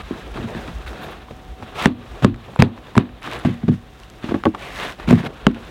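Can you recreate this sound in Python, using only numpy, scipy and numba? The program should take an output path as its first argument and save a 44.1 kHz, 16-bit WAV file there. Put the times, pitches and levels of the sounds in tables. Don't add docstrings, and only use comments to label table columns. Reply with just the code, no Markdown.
import sys
import numpy as np
from scipy import signal
from scipy.fft import rfft, irfft
from scipy.io import wavfile
from scipy.ndimage import uniform_filter1d
from numba import njit

SR = 44100
rng = np.random.default_rng(int(sys.argv[2]) if len(sys.argv) > 2 else 0)


def invert_db(level):
    return 10 ** (np.asarray(level, dtype=float) / 20)


def pcm_store(signal):
    levels = np.round(np.clip(np.atleast_2d(signal), -1, 1) * 32767)
    wavfile.write(sys.argv[1], SR, levels.astype(np.int16).T)


N = 251370


def level(x, db):
    return x * invert_db(db) / np.sqrt(np.mean(x ** 2))


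def colour(x, table):
    hz, db = np.transpose(table)
    bins_hz = np.arange(513) * SR / 1024
    log_gain = np.interp(np.log(bins_hz + 1), np.log(hz), db) * np.log(10) / 20
    cepstrum = irfft(log_gain)
    cepstrum[1:512] *= 2
    cepstrum[513:] = 0
    return signal.fftconvolve(x, irfft(np.exp(rfft(cepstrum))))[:len(x)]


def band(x, lo_hz, hi_hz):
    return signal.sosfilt(signal.butter(2, [lo_hz, hi_hz], "bandpass", fs=SR, output="sos"), x)


def walk(rate):
    hold = int(SR / rate)
    steps = np.repeat(rng.standard_normal(N // hold + 1), hold)
    smooth = uniform_filter1d(uniform_filter1d(steps, hold), hold)[:N]
    return smooth / smooth.std()


def add(out, s, x):
    i = int(s * SR)
    out[i:i + len(x)] += x[:N - i]


def blows(table, modes, tone, contact_ms, bounce_db, scatter_db, spread, swell_s, crack_s, spray_s, spray_db,
          lag_s=0):
    out, t = np.zeros(N), np.arange(SR // 3) / SR
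    hz, db, t60 = np.transpose(modes)[:, :, None]
    deep, upper = hz < 150, hz > 520
    push = np.hanning(int(contact_ms * SR / 1000) + 3)
    push = np.convolve(push, np.r_[1, np.zeros(int(0.0047 * SR)), invert_db(bounce_db)])
    for s, blow_db, crack_db, deep_db, upper_db, damping in table:
        spot, detune, turn = rng.standard_normal((3, len(modes), 1))
        gain = invert_db(db + deep * deep_db + upper * upper_db + scatter_db * spot * ~deep)
        quick = max(damping, 0.2) * np.where(upper, 1.4, 1)
        fade = 1000. ** (-t * quick / t60)
        swell = 1 - np.exp(-t * hz / 200 / swell_s)
        wave = np.sin(2 * np.pi * hz * (1 + 0.0173 * detune) * t + spread * turn)
        ring = (gain * swell * fade * wave).sum(0)
        ring = band(signal.fftconvolve(ring, push), 80, 6000)
        add(out, s + lag_s, -invert_db(blow_db) * ring / abs(ring).max())

        hiss = rng.standard_normal(SR // 10)
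        u = t[:len(hiss)]
        onset = 1 - np.exp(-u / 0.00083)
        decay = np.exp(-(u / crack_s) ** 2) + invert_db(spray_db) * np.exp(-u / spray_s)
        crack = colour(hiss * onset * decay, tone)
        add(out, s, invert_db(crack_db + 7.5) * crack / abs(crack).max())
    return out


# start_s, blow_db, crack_db, deep_panels_db, upper_modes_db (last two relative)
KICK_EVENTS = [
    (1.857, 3, -3.5, -8, -33),
    (2.246, 4.5, -8, -12, -5),
    (2.622, 3.5, -0.5, -31, -23),
    (2.978, 1.5, -3, -14, -44),
    (5.467, 3, -6, -14, -8),
]
# pitch_hz, level_db, t60_s
SILL_PANELS = [(92.5, -2.5, 0.46), (119.6, -11, 0.9), (152, 0.5, 0.06), (196.2, -12.5, 0.15),
               (217, -7, 0.059), (236.6, -11, 0.25), (261, -6, 0.15), (292, -3, 0.15), (305.5, -6.5, 0.11),
               (334.6, -8, 0.21), (208, 2, 0.024), (495, -2.5, 0.034), (560, 4.5, 0.027), (730, 13, 0.0065),
               (1092, -8, 0.073), (384, -4, 0.06)]
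# frequency_hz, density_db
CRACK_TONE = [(300, -12), (800, 4), (2000, -1.5), (4000, -18.5), (8000, -25.5), (15000, -47)]


def kicks():
    toe = [(*kick, 0.75) for kick in KICK_EVENTS]
    return blows(toe, SILL_PANELS, CRACK_TONE, contact_ms=0.93, bounce_db=-2.5, scatter_db=1.5, spread=0.31,
                 swell_s=0.000057, crack_s=0.0015, spray_s=0.015, spray_db=-39, lag_s=0.0012)


# start_s, blow_db, crack_db, deep_panels_db (relative), damping_factor
THUD_EVENTS = [
    (0.391, -20, -53, -3, 1),
    (0.439, -17.5, -52, -6, 1.7),
    (0.549, -21, -50, -14, 1.4),
    (0.676, -26.5, -32, -11, 0.67),
    (1.307, -24.5, -35, -8, 2.6),
    (1.628, -27, -32.5, -9.5, 2.6),
    (2.222, -8, -24, 4.5, 0.86),
    (2.59, 1, -19.5, 2.5, 2.3),
    (2.596, -3, -23, 0, 1.17),
    (2.966, -0.5, -28, -4, 2.8),
]
# pitch_hz, level_db, t60_s
STEP_MODES = [(98.5, 10, 0.28), (125.2, 11.5, 0.22), (169.6, 2, 0.23), (226.8, 1, 0.29), (274, 2.5, 0.058),
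              (346, -6.5, 0.15), (442, -14.5, 0.17), (542, 4.5, 0.073), (750, 9.5, 0.042), (950, -5, 0.15),
              (1190, -2.5, 0.11), (1500, -14, 0.07)]
# frequency_hz, density_db
SCUFF_TONE = [(300, 9), (800, -3), (2000, -6), (3500, -10.5), (5000, -23), (15000, -43)]


def thuds():
    sole = []
    for s, blow_db, crack_db, deep_db, damping in THUD_EVENTS:
        upper_db = -1.5 + 0.54 * (crack_db - blow_db)
        sole.append((s, blow_db, crack_db, deep_db, upper_db, damping))
    return blows(sole, STEP_MODES, SCUFF_TONE, contact_ms=0.5, bounce_db=-30, scatter_db=3.85, spread=3.13,
                 swell_s=0.0042, crack_s=0.0093, spray_s=0.027, spray_db=-16)


# start_s, blow_db, crack_db, upper_modes_db (relative), damping_factor
STAMP_EVENTS = [(3.449, -5.5, -24, 0, 1.2), (3.467, -8.5, -47, -22, 1.3), (3.487, -11, -41, -20, 0.77),
                (3.631, -11.5, -39, -11, 1.2), (3.68, -7.5, -28, -9.5, 1.36), (3.686, -4, -42, -9, 1.4),
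                (3.716, -10.5, -45, -14, 1.1), (3.733, -18, -44, -23, 0.76), (5.075, -7, -35, -20, 1.3),
                (5.091, -11, -35, -20, 1.4), (5.1095, 1, -28, 0, 1.13), (5.127, 1.5, -33, -7, 1.8),
                (5.136, -3, -43, -23, 1.5), (5.155, -6.5, -42, -23, 1.2), (5.176, -16, -32, -15, 1.7),
                (5.2, -16.5, -28.5, -4, 1.1), (5.225, -27, -38, -12, 1.6), (5.258, -19, -34, -7, 2.6)]
# pitch_hz, level_db, t60_s
FLOOR_MODES = [(100.2, -0.5, 0.19), (129.6, 3.5, 0.12), (163.7, 0.5, 0.16), (201.4, 3, 0.11), (238, 1, .22),
               (283, -2.5, 0.097), (346, -5, 0.098), (445, -10, 0.055), (563, -5.5, 0.063),
               (683, 1.5, 0.037), (910, -9, 0.04), (1160, -8, 0.056)]


def stamps():
    boots = [(s, blow_db, crack_db, 0, upper_db, damping)
             for s, blow_db, crack_db, upper_db, damping in STAMP_EVENTS]
    return blows(boots, FLOOR_MODES, SCUFF_TONE, contact_ms=0.57, bounce_db=-27, scatter_db=1.4, spread=1.56,
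                 swell_s=0.0016, crack_s=0.012, spray_s=0.03, spray_db=-12)


# start_s, blow_db, crack_db, upper_modes_db (relative), damping_factor
KNOCK_EVENTS = [(0.109, -13, -43, -30, 0.5), (4.241, -14.5, -29.5, -17, 0.39), (4.29, -15, -28, -25, 0.98),
                (4.311, -15, -30, -8, 1.1), (4.32, -10.5, -53, -16, 2.1), (4.342, -8, -28.5, -7, 0.87),
                (4.357, -14, -44, -19, 0.56), (4.454, -8, -30, 9, 0.72), (4.458, -3.5, -46, -5, 1.3),
                (4.467, -2, -34, -15, 1.2), (4.475, -5.5, -53, -24, 0.65)]
# pitch_hz, level_db, t60_s
TRIM_MODES = [(98, 16.5, 0.056), (200.4, -8.5, 0.11), (239, -1, 0.066), (295.4, 1.5, 0.048),
              (325, 2.5, 0.074), (418, -8, 0.046), (575, 1.5, 0.085), (720, 4, 0.053), (830, -1, 0.062),
              (1150, 3.5, 0.061), (1550, -2.5, 0.036)]


def knocks():
    heel = [(s, blow_db, crack_db, -17.5, upper_db, damping)
            for s, blow_db, crack_db, upper_db, damping in KNOCK_EVENTS]
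    return blows(heel, TRIM_MODES, SCUFF_TONE, contact_ms=0.13, bounce_db=-14.5, scatter_db=0.59, spread=2.51,
                 swell_s=0.00053, crack_s=0.011, spray_s=0.027, spray_db=-1)


def bursts(table):
    out, t = np.zeros(N), np.arange(SR // 20) / SR
    for s, db, hz, t60 in table:
        burst = rng.standard_normal(len(t)) * 1000. ** (-t / max(t60, 0.002))
        tick = band(burst, 0.7 * hz, 1.4 * hz) + 0.18 * colour(burst, SCUFF_TONE)
        add(out, s, invert_db(db) * tick / abs(tick).max())
    return out


# start_s, peak_db, pitch_hz, t60_s
TICK_EVENTS = [(0.373, -25.5, 1050, 0.025), (0.58, -32, 1500, 0.033), (0.689, -46, 1290, 0.012),
               (0.876, -38, 1520, 0.012), (1.02, -33, 1360, 0.02), (1.13, -33, 1060, 0.017),
               (1.285, -34, 1000, 0.014), (1.596, -46, 1160, 0.026), (1.625, -21, 804, 0.013),
               (1.871, -26, 1120, 0.0098), (2.343, -29.5, 1480, 0.02), (2.36, -35, 800, 0.012),
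               (2.535, -32, 920, 0.016), (2.561, -16, 845, 0.008), (2.777, -28.5, 1020, 0.01),
               (2.869, -32, 1400, 0.012), (2.883, -43, 1320, 0.023), (2.953, -14.5, 890, 0.025),
               (2.965, -21, 1880, 0.01), (3.091, -34, 1500, 0.018), (3.222, -30, 1650, 0.013),
               (4.034, -35.5, 3000, 0.014), (4.288, -23, 865, 0.015), (4.4, -33, 1223, 0.023),
               (4.548, -16.5, 970, 0.028), (4.999, -23, 1020, 0.015), (5.108, -9, 930, 0.0087),
               (5.127, -18, 1230, 0.0047), (5.513, -30, 1280, 0.011), (5.546, -29, 2000, 0.008)]


def ticks():
    return bursts(TICK_EVENTS)


# start_s, peak_db, pitch_hz, t60_s
GRAIN_EVENTS = [(0.3592, -26, 1480, 0.008), (0.3722, -24, 1060, 0.008), (0.4869, -30, 1590, 0.008),
                (0.5493, -24, 1430, 0.008), (0.8631, -28, 1440, 0.008), (0.8775, -25, 1520, 0.008),
                (0.9304, -29, 1240, 0.008), (1.0885, -28, 1360, 0.008),
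                (3.2188, -32, 902, 0.008), (3.2228, -27, 1660, 0.008), (3.2413, -23, 1240, 0.008),
                   (3.2752, -21, 1180, 0.008), (3.3246, -21, 1090, 0.008), (3.4503, -19, 1090, 0.008),
                   (3.6169, -37, 1310, 0.008), (3.6304, -35, 926, 0.008), (3.6803, -25, 1130, 0.008),
                   (3.7312, -31, 1270, 0.008),
                (4.2273, -30, 1450, 0.008), (4.2353, -26, 1380, 0.008), (4.2872, -25, 902, 0.008),
                   (4.3096, -23, 993, 0.008), (4.344, -20, 1160, 0.008), (4.3999, -34, 1210, 0.008),
                   (4.4373, -11, 1110, 0.008), (4.4543, -9, 1170, 0.008), (4.5471, -26, 1120, 0.008),
                   (4.5476, -21, 915, 0.008), (4.8, -17, 2230, 0.008),
                (5.0773, -20, 1070, 0.008), (5.0888, -15, 1080, 0.008), (5.1043, -14, 1100, 0.008),
                   (5.1082, -12, 1020, 0.008), (5.1751, -21, 888, 0.008), (5.232, -24, 1300, 0.008),
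                   (5.2624, -21, 1800, 0.008)]


def grains():
    return bursts(GRAIN_EVENTS)


# start_s, peak_db
SNAP_EVENTS = [(.02, -40), (4.0, -38.5), (5.109, -19.5), (5.128, -27), (5.514, -44), (5.546, -39),
               (5.65, -45), (1.866, -37), (1.872, -32), (2.215, -45), (3.905, -53), (4.1, -35),
               (2.252, -43), (1.8, -41), (2.343, -46), (2.361, -43), (4.548, -40), (5.272, -38),
               (3.449, -37)]


def snaps():
    out, t = np.zeros(N), np.arange(SR // 200) / SR
    for s, db in SNAP_EVENTS:
        snap = band(rng.standard_normal(len(t)) * np.exp(-t / 0.0014), 2100, 8000)
        add(out, s, invert_db(db) * snap / abs(snap).max())
    return out


def strokes(table, swell_db, edge_s, t):
    s, length, db, place, crisp_db = np.transpose(table)[:, :, None]
    gate = np.clip(np.minimum(t - s, s + length - t) / edge_s + 0.5, 0, 1)
    power = (gate * invert_db(db - swell_db * abs((t - s) / length - place))) ** 2
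    return np.array([power.sum(0), (power * invert_db(crisp_db) ** 2).sum(0)])


# start_s, length_s, peak_db, peak_place (0-1), crispness_db
SCRAPE_STROKES = [(1.75, 0.12, -23.5, 0.85, 3), (2.225, 0.027, -24.5, 0.89, 4),
                  (2.596, 0.037, -22, 0.076, -5), (3.222, 0.11, -32, 0.42, -1), (3.3, 0.12, -33, 0.39, -1),
                  (3.45, 0.1, -33.5, 0.13, -6), (4.225, 0.2, -39.5, 0.2, -2.5),
                  (5.076, 0.067, -26.5, 0.41, 3), (5.125, 0.063, -34, 0.47, 0),
                  (5.176, 0.069, -33.5, 0.28, 0), (5.225, 0.051, -31, 0.85, -2)]


def scrapes(t):
    return strokes(SCRAPE_STROKES, 16, 0.014, t)


# start_s, length_s, peak_db, peak_place (0-1), crispness_db
DRAG_STROKES = [
    (4.57, 0.19, -34.5, 0.47, -2),
    (4.69, 0.15, -33.5, 0.59, 5),
    (4.77, .17, -29, 0.38, 2),
    (3.69, 0.087, -43, 0.59, -0.5),
    (6.5, 0.066, -48, 0.47, -7),
]


def drags(t):
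    return strokes(DRAG_STROKES, 18, 0.06, t)


# start_s, length_s, peak_db, peak_place (0-1), crispness_db
SWISH_STROKES = [(0.0, 0.024, -32.5, .05, -5), (0.03, 0.32, -41.5, 0.47, 0.5), (0.34, 0.17, -39, 0.2, 1),
                 (0.47, 0.39, -39, 0.26, 1), (0.865, 0.079, -36.5, 0, 4), (0.93, 0.21, -39, 0.56, -1),
                 (1.13, 0.11, -43.5, 0.13, -3), (1.3, 0.64, -53, 0.26, 0.5), (1.62, 0.25, -45, 0.5, -2),
                 (1.98, 0.29, -46.5, 0.68, 3), (2.38, 0.21, -49.5, 0.36, 1), (2.73, 0.061, -44.5, 0.94, 0),
                 (2.82, 0.11, -47, 0.6, 1), (3.405, 0.042, -42, .8, 0), (3.53, 0.065, -47, .1, -2),
                 (3.94, 0.2, -57, 0.32, 3.5), (4.985, 0.21, -40, 0, -3), (5.3, 0.31, -45.5, 0.35, -5),
                 (5.54, 0.25, -45, 0.37, 4.5)]


def swishes(t):
    return strokes(SWISH_STROKES, 9.5, 0.012, t)


def fading(table, db_per_s, t):
    power = np.zeros(N)
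    for s, db in table:
        rise = np.clip((t - s) / 0.0036, 0, 1)
        power += rise * invert_db(db - db_per_s * abs(t - s)) ** 2
    return power


# start_s, level_db
SPRAY_EVENTS = [
    (1.868, -32.5),
    (2.26, -33.5),
    (2.634, -29),
    (2.989, -31),
    (3.002, -39),
    (4.485, -46),
    (5.48, -43),
]


def motion(t):
    rest_db = -52.5
    spray = fading(SPRAY_EVENTS, 364, t)
    rubbing, top = swishes(t) + scrapes(t) + drags(t) + spray + invert_db(rest_db) ** 2
    rustle_db, top_db = 10 * np.log10(rubbing), 10 * np.log10(top)
    top_dip = sum((t > kick[0]) * np.exp(-abs(t - kick[0]) / 0.13) for kick in KICK_EVENTS)
    firmness_db = rustle_db - rest_db - 10
    crisp_db = top_db - rustle_db - 15 - 0.3757 * firmness_db - 14.5 * top_dip
    return rustle_db, crisp_db


def slips(rate, uneven_db):
    size = invert_db(np.minimum(uneven_db * rng.exponential(size=N), 12))
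    releases = (rng.random(N) < rate / SR) * size * rng.standard_normal(N)
    return level(releases, -10.5) + level(rng.standard_normal(N), -6.5)


@njit
def resonate(x, hz, share):
    y, b, l = np.empty(len(x)), 0., 0.
    for i in range(len(x)):
        g = np.tan(np.pi * hz[i] / SR)
        v = (b + g * (x[i] - l)) / (1 + g * (g + share))
        b, l, y[i] = 2 * v - b, l + 2 * g * v, share * v
    return y


def region(x, centres_hz, k):
    place = np.log(np.arange(N // 2 + 1) * SR / N + 1)
    gain = np.interp(place, np.log(centres_hz), np.eye(len(centres_hz))[k])
    return irfft(rfft(x) * gain, N)


# frequency_hz, density_db
RUSTLE_TONE = [(180, -26), (300, -16.5), (700, -2), (868, -2), (1270, -2), (1690, -4.5), (2640, -7),
               (3330, -7), (5480, -21.5), (14400, -36.5), (15900, -33)]
# time_s, pitch_hz
FOLD_PITCH = [(0, 1160), (.42, 1500), (.6, 1720), (.7, 1010), (.88, 1550), (1.12, 1390), (2.8, 1030),
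              (3.35, 1150), (3.5, 1890), (4.2, 1180), (4.62, 2260), (4.83, 1880), (4.93, 1500), (5.1, 2320),
              (5.27, 1430)]


def rustle(t):
    rustle_db, crisp_db = motion(t)
    fold_hz = np.interp(t, *np.transpose(FOLD_PITCH))
    centres_hz = np.array([450, 700, 1100, 1700, 2600, 3800, 5600])
    parts = []
    for k, centre_hz in enumerate(centres_hz):
        tilt_db = -1 * np.log2(fold_hz / 1450) * np.log2(centre_hz / 1700)
        part = region(colour(slips(1500, 3.0), RUSTLE_TONE), centres_hz, k)
        parts.append(part * invert_db(1.13 * walk(70) + tilt_db))
    fold = resonate(slips(900, 0.93), fold_hz * (1 + 0.028 * walk(40)), 0.2)
    body = (level(sum(parts[:-1]), 0.19) + level(fold, -6.0)) * invert_db(1.4 * walk(80))
    return body * invert_db(rustle_db) + level(parts[-1], 0.54) * invert_db(rustle_db + crisp_db)


def crunch(t):
    press = np.sqrt(scrapes(t)[0] + drags(t)[0])
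    size = invert_db(np.minimum(4.8 * rng.exponential(size=N), 15))
    crushed = (rng.random(N) < 500 / SR) * size * rng.standard_normal(N)
    return level(resonate(crushed, 1900 * invert_db(2.9 * walk(150)), 0.33), -9) * press


# time_s, length_s, level_db
WHISK_EVENTS = [
    (.885, .03, -60),
    (1.04, 0.048, -54.5),
    (1.115, .02, -57),
    (5.11, .03, -68),
    (5.26, .03, -58),
]


def whisks(t):
    puffs = sum(invert_db(db) * np.exp(-((t - s) / length * 2) ** 2) for s, length, db in WHISK_EVENTS)
    return level(band(slips(2500, 2.2), 10500, 15500), 0.1) * puffs


# start_s, peak_db, lower_mode_db (relative)
GLINT_EVENTS = [(0.8844, -49, -7), (2.558, -44, 2), (2.9357, -57, 1), (2.9646, -36, -11), (3.1074, -59, -8),
                (3.2151, -48, -7), (3.3892, -39, -3), (2.956, -52, 6), (3.723, -50, -10)]
TAB_MODES_HZ = 10550, 7650


def glints():
    out, t = np.zeros(N), np.arange(SR // 20) / SR
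    high_hz, low_hz = TAB_MODES_HZ
    for s, db, lower_db in GLINT_EVENTS:
        ring = np.sin(2 * np.pi * high_hz * t) + invert_db(lower_db + 1) * np.sin(2 * np.pi * low_hz * t)
        add(out, s, invert_db(db) * ring * np.exp(-t / 0.0028) * (1 - np.exp(-t / 0.0005)))
    return out


# start_s, level_db
SWAY_EVENTS = [(0.357, -30), (1.6, -43), (1.72, -43), (2.48, -38), (2.561, -43.5), (4.537, -34),
               (4.901, -37), (5.02, -39), (5.235, -28.5), (5.37, -51), (5.45, -36), (5.56, -37)]


def body_rumble(t):
    shudder = fading(SPRAY_EVENTS, 229, t) + fading(SWAY_EVENTS, 229, t)
    shake = swishes(t)[0] * invert_db(2.5) ** 2 + scrapes(t)[0] * invert_db(-2) ** 2 + drags(t)[0] * invert_db(-4) ** 2
    shake = shake + shudder * invert_db(3.5) ** 2 + invert_db(-48.5) ** 2
    lumps = band(rng.standard_normal(N), 73, 640) * invert_db(2.2 * walk(30))
    return level(lumps, 0.12) * np.sqrt(shake)


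# peak_s, peak_db
GUST_EVENTS = [(0.0, -27), (.32, -26.5), (.6, -28), (.76, -28), (.87, -28), (1.19, -32), (1.36, -35.5),
               (1.52, -33), (1.87, -45), (2.13, -32.5), (2.32, -35), (2.67, -46), (2.98, -50), (3.14, -40),
               (3.35, -35), (3.47, -48), (4.45, -42), (4.76, -34.5), (5.06, -30.5), (5.18, -40),
               (5.48, -29), (5.65, -37)]


def wind(t):
    s, db = np.transpose(GUST_EVENTS)[:, :, None]
    slope_db_per_s = np.where(t < s, 186, 144)
    gusts = invert_db(db - slope_db_per_s * abs(t - s))
    buffeting = band(band(rng.standard_normal(N), 39.8, 63.2), 35, 150)
    return level(buffeting, 0.055) * np.maximum(gusts.max(0), invert_db(-47))


# time_s, level_db
WHINE_LEVEL = [(0, -56), (1.6, -47.5), (2.4, -60), (4.1, -53), (5.7, -72)]


def heater_whine(t):
    return invert_db(np.interp(t, *np.transpose(WHINE_LEVEL)) + 0.5) * np.sin(2 * np.pi * 751 * t)


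# frequency_hz, density_db
HUSH_TONE = [(35, -57), (60, -5), (108, 18.5), (538, 2.5), (680, -37), (746, -27.5), (819, -9), (1030, -15),
             (3730, -6), (5180, -30.5), (15900, -25)]


def outdoor_hush():
    return level(colour(rng.standard_normal(N), HUSH_TONE), -48)


def scene():
    t = np.arange(N) / SR
    boots = kicks() + thuds() + stamps() + knocks()
    snow = ticks() + grains() + snaps() + crunch(t)
    clothes = rustle(t) + whisks(t) + glints()
    background = body_rumble(t) + wind(t) + heater_whine(t) + outdoor_hush()
    return (boots + snow + clothes + background)[None]


def top_cut(x):
    return signal.sosfilt(signal.butter(12, 16020, fs=SR, output="sos"), x)


def record(dry):
    recover = np.exp(-1 / (0.06 * SR))
    loudness = signal.lfilter([1 - recover], [1, -recover], dry ** 2)
    coupled = signal.sosfilt(signal.butter(1, 22.5, "highpass", fs=SR, output="sos"), dry)
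    held = coupled / np.sqrt(1 + loudness / invert_db(-21) ** 2) ** 0.17
    return top_cut(np.clip(held, -0.99, 0.99))


dry = scene()
out = record(dry)
pcm_store(out)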